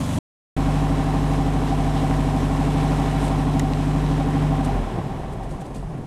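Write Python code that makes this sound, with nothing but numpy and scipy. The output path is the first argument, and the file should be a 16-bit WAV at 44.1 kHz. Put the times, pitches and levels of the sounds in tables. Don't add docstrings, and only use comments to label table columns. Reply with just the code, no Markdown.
import sys
import numpy as np
from scipy import signal
from scipy.fft import rfft, irfft, next_fast_len
from scipy.io import wavfile
from scipy.ndimage import uniform_filter1d

SR = 44100
rng = np.random.default_rng(int(sys.argv[2]) if len(sys.argv) > 2 else 0)


def to_wav(sig):
    pcm = np.clip(np.atleast_2d(sig), -1, 1) * 32767
    pcm = np.round(pcm).astype(np.int16)
    wavfile.write(sys.argv[1], SR, pcm.T)


N = 267642
T = np.arange(N) / SR

IDLE_HZ = 49.955
# strength in dB, lateness in firing intervals.
CYLINDERS = [(-3, -0.0016), (0, 0.0256), (-1, 0.0798), (-1, -0.0517)]


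def undb(db):
    return 10 ** (np.asarray(db) / 20)


def curve(rows):
    return np.interp(T, *np.transpose(rows))


def unit(x):
    return x / np.sqrt(np.mean(x ** 2))


def steady(x, size=11000):
    local_power = uniform_filter1d(x ** 2, size)
    return x / np.sqrt(local_power + 1e-4 * np.mean(x ** 2))


def walk(rate):
    k = int(SR / rate)
    steps = np.repeat(rng.standard_normal(4096), k)[:N]
    return unit(uniform_filter1d(uniform_filter1d(steps, k), k))


def colour(x, points):
    hz, db = np.transpose(points)
    size = next_fast_len(N + 8192)
    f = np.maximum(np.fft.rfftfreq(size, 1 / SR), 1)
    gain = undb(np.interp(np.log(f), np.log(hz), db)) * np.minimum(f / hz[0], 1) ** 2
    return irfft(rfft(x, size) * gain, size)[:N]


def ring(x, modes):
    out = 0
    for hz, width, db in modes:
        b, a = signal.iirpeak(hz, hz / width, fs=SR)
        out = out + undb(db) * signal.lfilter(b, a, x)
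    return out


def echoes(x, tail_s):
    t = T[:SR // 3]
    return signal.fftconvolve(x, rng.standard_normal(len(t)) * np.exp(-t / tail_s))[:N]


def strokes(events, modes, contact_s=0.00045):
    size = 2048
    out = np.zeros(N + size)
    for s, db in events:
        push = np.exp(-T[:size] / contact_s) * rng.standard_normal(size)
        blow = ring(ring(push, modes), modes)
        at = int(np.clip(s * SR, 0, N))
        out[at:at + size] += undb(db) * blow / np.abs(blow).max()
    return out[:N]


def throb(since_s, hz, half_s, lag=0):
    return np.exp(-.5 * (since_s / half_s) ** 2) * np.cos(2 * np.pi * hz * since_s + lag)


def drone(phase, orders, lead, trail=.34, waver_db=0.97, lope=0.12):
    strength_spread, lag_spread = .09, .2
    smear, centre = .075, 21.7
    low, high = 0, 0
    swell = 1 + lope * walk(21.77)
    for k, db in orders:
        upper = k > 16
        angle = np.pi / 2 * k * (phase + lead)
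        if k % 4 == 0:
            tone = -undb(db + waver_db * walk(10)) * np.exp(1j * angle)
        else:
            tone = undb(db) * swell * np.exp(1j * (angle - np.pi / 2 * (k * trail - upper)))
        if upper:
            high = high + tone * np.exp(1j * smear * (k - centre) ** 2)
        else:
            low = low + tone
    uneven = (1 + strength_spread * walk(30)) * np.exp(1j * lag_spread * walk(25))
    return unit(np.real(low + high * uneven))


def firings(phase, scatter_db=1.5, jitter_s=0.00018):
    number = np.arange(1, int(phase[-1]))
    chance = rng.standard_normal((400, 2))[number]
    db, late = np.array(CYLINDERS)[number % 4].T
    at = (np.interp(number + late, phase, T) + jitter_s * chance[:, 0]) * SR
    trains = np.zeros((4, N))
    trains[number % 4, np.clip(at.astype(int), 0, N - 1)] = undb(db + scatter_db * chance[:, 1])
    return trains


def rasp(phase, spectrum, pipe_db, tail_s=0.052, gas_db=-4, puff=4.3, pipe_gas_db=-5, swell_db=-0.06):
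    # Hz, width in Hz, level in dB.
    pipe_modes = [(667, 10, -8), (692.6, 13, 4.5), (769.7, 16, 9.5), (931, 13, 3), (1072, 3.7, -7),
                  (1141, 3.4, 8)]
    trains = firings(phase)
    clatter = unit(sum(echoes(train, tail_s) for train in trains))
    strength = undb(np.array(CYLINDERS)[phase.astype(int) % 4, 0])
    gas = unit(rng.standard_normal(N) * strength * np.exp(-(phase % 1) / puff))
    flow = clatter + undb(gas_db) * gas
    pipes = ring(unit(trains[0]) + undb(pipe_gas_db) * gas, pipe_modes)
    pipes = signal.sosfilt(signal.butter(4, 1500, fs=SR, output="sos"), pipes)
    swell = undb(swell_db * np.cos(np.pi / 2 * (phase - .3)))
    return steady(swell * (unit(colour(flow, spectrum)) + undb(pipe_db) * unit(pipes)))


def barks(phase, rate):
    # place in firing intervals, Hz, half length in seconds, typical peak in dB.
    bark_rows = [(.42, 645, .0028, -32), (.7, 787, .0052, -26), (1.285, 780, .006, -33),
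                 (1.52, 1030, .0022, -34), (1.56, 660, .003, -35), (2.55, 430, .0055, -35),
                 (2.91, 775, .009, -32.5), (3.137, 425, .005, -36), (3.62, 680, .0055, -33),
                 (3.72, 1035, .0022, -35)]
    scatter_db, stagger = 2.2, .42
    out = 0
    for place, hz, half_s, db in bark_rows:
        cycle, within = np.divmod(phase - place + 2, 4)
        strength, lag = rng.standard_normal((200, 2))[cycle.astype(int)].T
        since_s = (within - 2) / rate
        out = out + undb(db + scatter_db * strength) * throb(since_s, hz, half_s, stagger * lag)
    return out


def pops():
    # time in seconds, peak in dB.
    pop_times = [(1.617, -19), (1.733, -23), (2.030, -21), (2.111, -19), (2.932, -17), (2.991, -20),
                 (4.208, -17.5), (5.409, -27)]
    # Hz, width in Hz for one pass, level in dB.
    pop_modes = [(563, 200, 5), (797, 110, 5.5), (1030, 140, -2.5)]
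    return strokes(pop_times, pop_modes)


def fan(phase, spectrum, bright_db, chatter_db=-3.0, chatter_s=0.0022, tin_db=-24, flutter_db=0.74,
        panel_db=-12.5, panel_s=0.0071):
    # Hz, width in Hz for one pass, level in dB.
    tin_modes = [(3266, 220, -4), (3968, 160, -2), (5155, 120, -5), (6140, 350, -6), (8340, 600, -5)]
    contacts = np.diff(np.floor(8 * phase + .3 * walk(300)), prepend=0) > 0
    forces = contacts * undb(2.2 * rng.standard_normal(N))
    ticks = signal.lfilter([1], [1, -np.exp(-1 / (chatter_s * SR))], forces)
    air = rng.standard_normal(N) * undb(flutter_db * walk(24.17))
    drive = air + undb(chatter_db) * unit(ticks * rng.standard_normal(N))
    drive = unit(drive) + undb(panel_db) * unit(echoes(drive, panel_s))
    tin = unit(ring(ring(drive, tin_modes), tin_modes))
    rush = unit(colour(drive, spectrum)) + undb(tin_db) * tin
    top = signal.sosfiltfilt(signal.butter(2, 3800, "high", fs=SR, output="sos"), rush)
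    return unit(rush + top * (undb(bright_db) - 1))


def pumping(phase, pace, unfired, hum_db=-24.0, rumble_db=-36, shudder_db=-26.0, shudder_power=2.7,
            garage_s=0.11, churn_db=-1, lump_db=2.5):
    # multiple of the firing rate, level in dB.
    pulse_orders = [(1, 0), (2, -1.5), (3, -6), (4, -21), (5, -13), (6, -14), (7, -17), (8, -15), (9, -14),
                    (10, -14), (11, -16)]
    # time in seconds, dB.
    pulse_level = [(4.68, 0), (4.76, 3), (4.9, -5), (5.07, -2), (5.14, 0), (5.3, -2), (5.43, -1.5),
                   (5.56, 1), (5.61, -8), (5.76, -7), (5.84, 2), (5.92, -7)]
    # Hz, dB.
    boom_hz, boom_gain_db = np.transpose([(18, -17), (30, -11), (36, -14), (40, -5), (43, 0), (51, 0),
                                          (57, -8), (68, -16), (80, -11), (95, -10), (112, -14), (130, -6),
                                          (150, -6), (170, -19), (230, -14), (320, -24)])
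    # Hz, width in Hz, dB.
    garage_modes = [(139, 4, -3), (152.6, 3, 6), (165, 3.3, 7)]
    # Hz, width in Hz, dB.
    body_modes = [(46, 24, 8.5), (88, 260, -3), (138.4, 12, -4), (260, 24, -5.5), (273, 16, -7),
                  (356, 32, -5)]
    hum = 0
    for k, pulse_db in pulse_orders:
        boom_db = np.interp(k * IDLE_HZ * pace, boom_hz, boom_gain_db)
        level = undb(pulse_db + boom_db + lump_db * walk(6.6))
        hum = hum - level * np.cos(2 * np.pi * k * (phase + .5))
    hum = unfired * undb(curve(pulse_level)) * hum
    wash = unit(sum(echoes(train, garage_s) for train in firings(phase)))
    wash = wash + undb(churn_db) * rng.standard_normal(N)
    rumble = colour(ring(wash, body_modes),
                    [(35, -9), (60, -10), (110, 3), (350, -7.0), (700, -7.5), (2000, -20.5)])
    shudder = undb(shudder_db) * unfired * pace ** shudder_power
    return (undb(rumble_db) + shudder) * steady(rumble) + undb(hum_db) * (hum + ring(hum, garage_modes))


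def in_cabin(dulling=0.49, lurch=.035, bark_db=-0.3, bark_power=1.0):
    # time in seconds, firings per second.
    idle_rate = [(1.1, 49.98), (1.5, 50.26), (2.0, 49.77), (2.35, 49.42), (2.8, 50.42), (3.2, 49.92),
                 (3.62, 49.6), (4.0, 50.33), (4.5, 49.93), (4.65, 49.45)]
    # time in seconds, firings per second.
    coast_rate = [(4.72, 47.3), (4.79, 43.5), (4.86, 39), (5.0, 33.5), (5.18, 28), (5.3, 24.7),
                  (5.45, 21.6), (5.55, 19.7), (5.75, 16.4), (5.85, 14.4), (6.07, 10.5)]
    # multiple of the cycle rate, relative level in dB.
    cabin_orders = [(2, -38), (3, -20), (4, -3.4), (5, -31), (6, -26), (7, -23), (8, -12.3), (9, -21.5),
                    (10, -13.8), (11, -23), (12, -1.3), (13, -22), (14, -13.5), (15, -21), (16, -32),
                    (17, -20), (18, -18), (19, -32), (20, -10.5), (21, -15), (22, -6.8), (23, -15),
                    (24, -28), (25, -25), (26, -25), (27, -23), (28, -29), (29, -28)]
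    # Hz, relative dB per Hz.
    rasp_spectrum = [(150, 9), (220, 5.5), (300, 0), (400, 1.5), (590, -3), (700, 1), (900, -1),
                     (1100, -2.5), (1250, -41), (1700, -16), (3000, -46)]
    # Hz, relative dB per Hz.
    fan_spectrum = [(900, -10), (1250, -9.5), (1600, -13.5), (2400, -15.5), (3000, -17.5), (4200, -22),
                    (5400, -24.5), (7000, -25.5), (8500, -26.5), (11500, -32), (13500, -43), (15500, -64)]
    # time in seconds, dB.
    treble = [(.6, -1), (1.6, -0.1), (2.5, 0), (3.2, -1), (3.6, -0.5), (4.3, -2.5), (4.8, -3.5)]
    # time in seconds, dB.
    wash_level = [(.6, 1), (1.45, -0.5), (1.7, -0.5), (1.85, 0), (2.0, 0.5), (2.5, -.5), (2.82, 0.8),
                  (3.2, 0.4), (3.5, -1.1), (3.9, 0.5), (4.1, 1.6), (4.5, 0.3), (4.9, 0), (5.6, -1)]
    # time in seconds, dB.
    nearness = [(.6, 0), (3.25, 1), (3.45, 0.4), (3.8, -1.1), (4.1, -1.3), (4.65, -0.3)]
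    drone_db, rasp_db, fan_db = -20, -29, -38.5
    rasp_power, fan_power = 1, 1.08
    ignition_off_s, burn_fade_db_per_s = 4.66, 59

    burn = undb(-burn_fade_db_per_s * np.maximum(T - ignition_off_s, 0))
    rate = curve(idle_rate + coast_rate)
    pace = rate / IDLE_HZ
    phase = np.cumsum(rate) / SR + 2.13
    phase = phase + lurch * (1 - pace) * walk(12)
    tones = undb(drone_db) * burn * drone(phase, cabin_orders, lead=.5, trail=.34)
    exhaust = undb(rasp_db) * pace ** rasp_power * rasp(phase, rasp_spectrum, pipe_db=-9.5)
    exhaust = exhaust + undb(bark_db) * pace ** bark_power * barks(phase, rate)
    bright_db = curve(treble) + dulling * 20 * np.log10(pace)
    cooling = undb(fan_db + curve(wash_level)) * pace ** fan_power * fan(phase, fan_spectrum, bright_db)
    near = undb(curve(nearness)) * (exhaust + cooling)
    return tones + pumping(phase, pace, 1 - burn) + near + pops()


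def behind_car(drone_db=-23.0, rasp_db=-33, fan_db=-35):
    # multiple of the cycle rate, relative level in dB.
    rear_orders = [(4, -9), (6, -5), (8, -1), (10, -3), (12, 0), (14, -1), (16, -9), (18, -5), (20, -4),
                   (22, -3), (23, -9), (28, -13)]
    # Hz, relative dB per Hz.
    rasp_spectrum = [(150, 3), (280, 7), (380, -4), (500, 1.5), (620, 3), (730, -1.5), (860, -9),
                     (1100, -2), (1250, -18.5), (1700, -26.5), (3000, -33.5)]
    # Hz, relative dB per Hz.
    fan_spectrum = [(900, 2.5), (1400, -10), (3000, -11.5), (5200, -18.5), (7900, -14.5), (10000, -18.5),
                    (12000, -26), (15500, -44.5)]
    phase = 48.0 * T + 3.4
    tones = undb(drone_db) * drone(phase, rear_orders, lead=0, trail=.5)
    exhaust = tones + undb(rasp_db) * rasp(phase, rasp_spectrum, pipe_db=-25.0)
    return exhaust + undb(fan_db) * fan(phase, fan_spectrum, bright_db=0.0)


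def shudders():
    # time in seconds, Hz, half length in seconds, peak in dB.
    shudder_rows = [(4.77, 138, 0.016, -22.5), (4.86, 133, 0.019, -26), (5.066, 136, 0.021, -24),
                    (5.122, 145, 0.012, -24), (5.195, 148, .014, -27), (5.281, 134, .018, -29),
                    (5.475, 129, 0.016, -29), (5.634, 140, .013, -27), (5.786, 135, .018, -33.5),
                    (5.895, 161, .02, -29), (6.04, 130, 0.02, -32.5)]
    out = 0
    for s, hz, half_s, db in shudder_rows:
        out = out + undb(db) * throb(T - s, hz, half_s, rng.uniform(0, 2 * np.pi))
    return out


def noise_bursts(events, spectrum, grain_db=0):
    envelope = 0
    for s, db, rise, decay in events:
        envelope = envelope + undb(db) * np.exp(-np.maximum((s - T) / rise, (T - s) / decay))
    grains = rng.standard_normal(N) * undb(grain_db * walk(600))
    return envelope * unit(colour(grains, spectrum))


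def rattles():
    # time in seconds, level in dB, rise in seconds, decay in seconds.
    rattle_times = [(1.69, -44, .04, .035), (1.975, -43, .03, 0.028), (2.81, -44, .04, .04),
                    (4.09, -45.5, 0.044, .05)]
    # Hz, relative dB per Hz.
    rattle_spectrum = [(1200, -6), (1900, -7), (3300, 0), (6000, -10), (12000, -30)]
    return noise_bursts(rattle_times, rattle_spectrum, grain_db=3)


def hand_on_microphone():
    # time in seconds, level in dB, rise and decay in seconds.
    click_times = [(3.596, -22, 0.00066, 0.00074), (5.615, -47, .0005, .002), (5.744, -45.5, 0.0005, 0.002)]
    rustle_times = [(3.26, -40.5, 0.041, 0.015), (3.283, -40, .003, .004), (4.648, -38, 0.0038, 0.011),
                    (5.33, -52, 0.0065, .012), (5.435, -52, .005, .01), (5.51, -52.5, 0.02, 0.044),
                    (5.613, -48, 0.0057, 0.0083), (5.66, -52, 0.0071, 0.017), (5.703, -60, .003, .008),
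                    (5.75, -48, 0.005, 0.04), (5.895, -62.5, 0.0084, 0.012)]
    knock_times = [(3.598, -40, 0.002, 0.008), (3.735, -34, .003, .009), (4.985, -26, 0.0099, 0.037),
                   (5.505, -32.5, 0.012, 0.043), (5.62, -35, 0.021, 0.026), (5.765, -33.5, 0.021, 0.02),
                   (5.94, -30, 0.011, 0.1)]
    # Hz, relative dB per Hz.
    click_spectrum = [(600, -16), (1700, 0), (4000, -2), (5500, -8), (7800, 1), (10000, -10), (15000, -24)]
    rustle_spectrum = [(1000, -6), (3000, 4), (6000, -0.5), (8800, 5), (11000, -4), (15500, -21)]
    knock_spectrum = [(100, 16.5), (220, 21), (400, 8), (1400, -8.5), (3000, -19), (8000, -58)]
    # time in seconds, peak in dB.
    tap_times = [(3.599, -21), (3.735, -24.5)]
    # Hz, width in Hz for one pass, level in dB.
    tap_modes = [(1350, 250, 0), (1950, 260, 5), (2800, 600, 2), (3900, 900, 0), (4900, 880, -6)]
    clicks = noise_bursts(click_times, click_spectrum)
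    rustles = noise_bursts(rustle_times, rustle_spectrum, grain_db=2)
    knocks = noise_bursts(knock_times, knock_spectrum)
    return clicks + rustles + knocks + strokes(tap_times, tap_modes)


def background(hiss_db=-62, whine_db=-80.5):
    # Hz, relative dB per Hz.
    hiss_spectrum = [(1000, -10), (4000, -1), (9000, 0), (10300, -1), (11000, -12), (12500, -18),
                     (15500, -26)]
    hiss = unit(colour(rng.standard_normal(N), hiss_spectrum))
    whine = np.sin(2 * np.pi * 11795 * T)
    return undb(hiss_db) * hiss + undb(whine_db) * whine


def between(start_s, end_s, fade_s=.003):
    return np.clip(np.minimum(T - start_s, end_s - T) / fade_s, 0, 1)


def scene():
    rear_end_s, cabin_start_s = .189, .5645
    cabin = in_cabin() + shudders() + rattles() + hand_on_microphone() + background()
    rear = behind_car() * between(0, rear_end_s)
    return (rear + cabin * between(cabin_start_s, T[-1]))[None]


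def record(dry):
    return signal.sosfilt(signal.ellip(10, .1, 80, 15400, fs=SR, output="sos"), dry)


dry = scene()
out = record(dry)
to_wav(out)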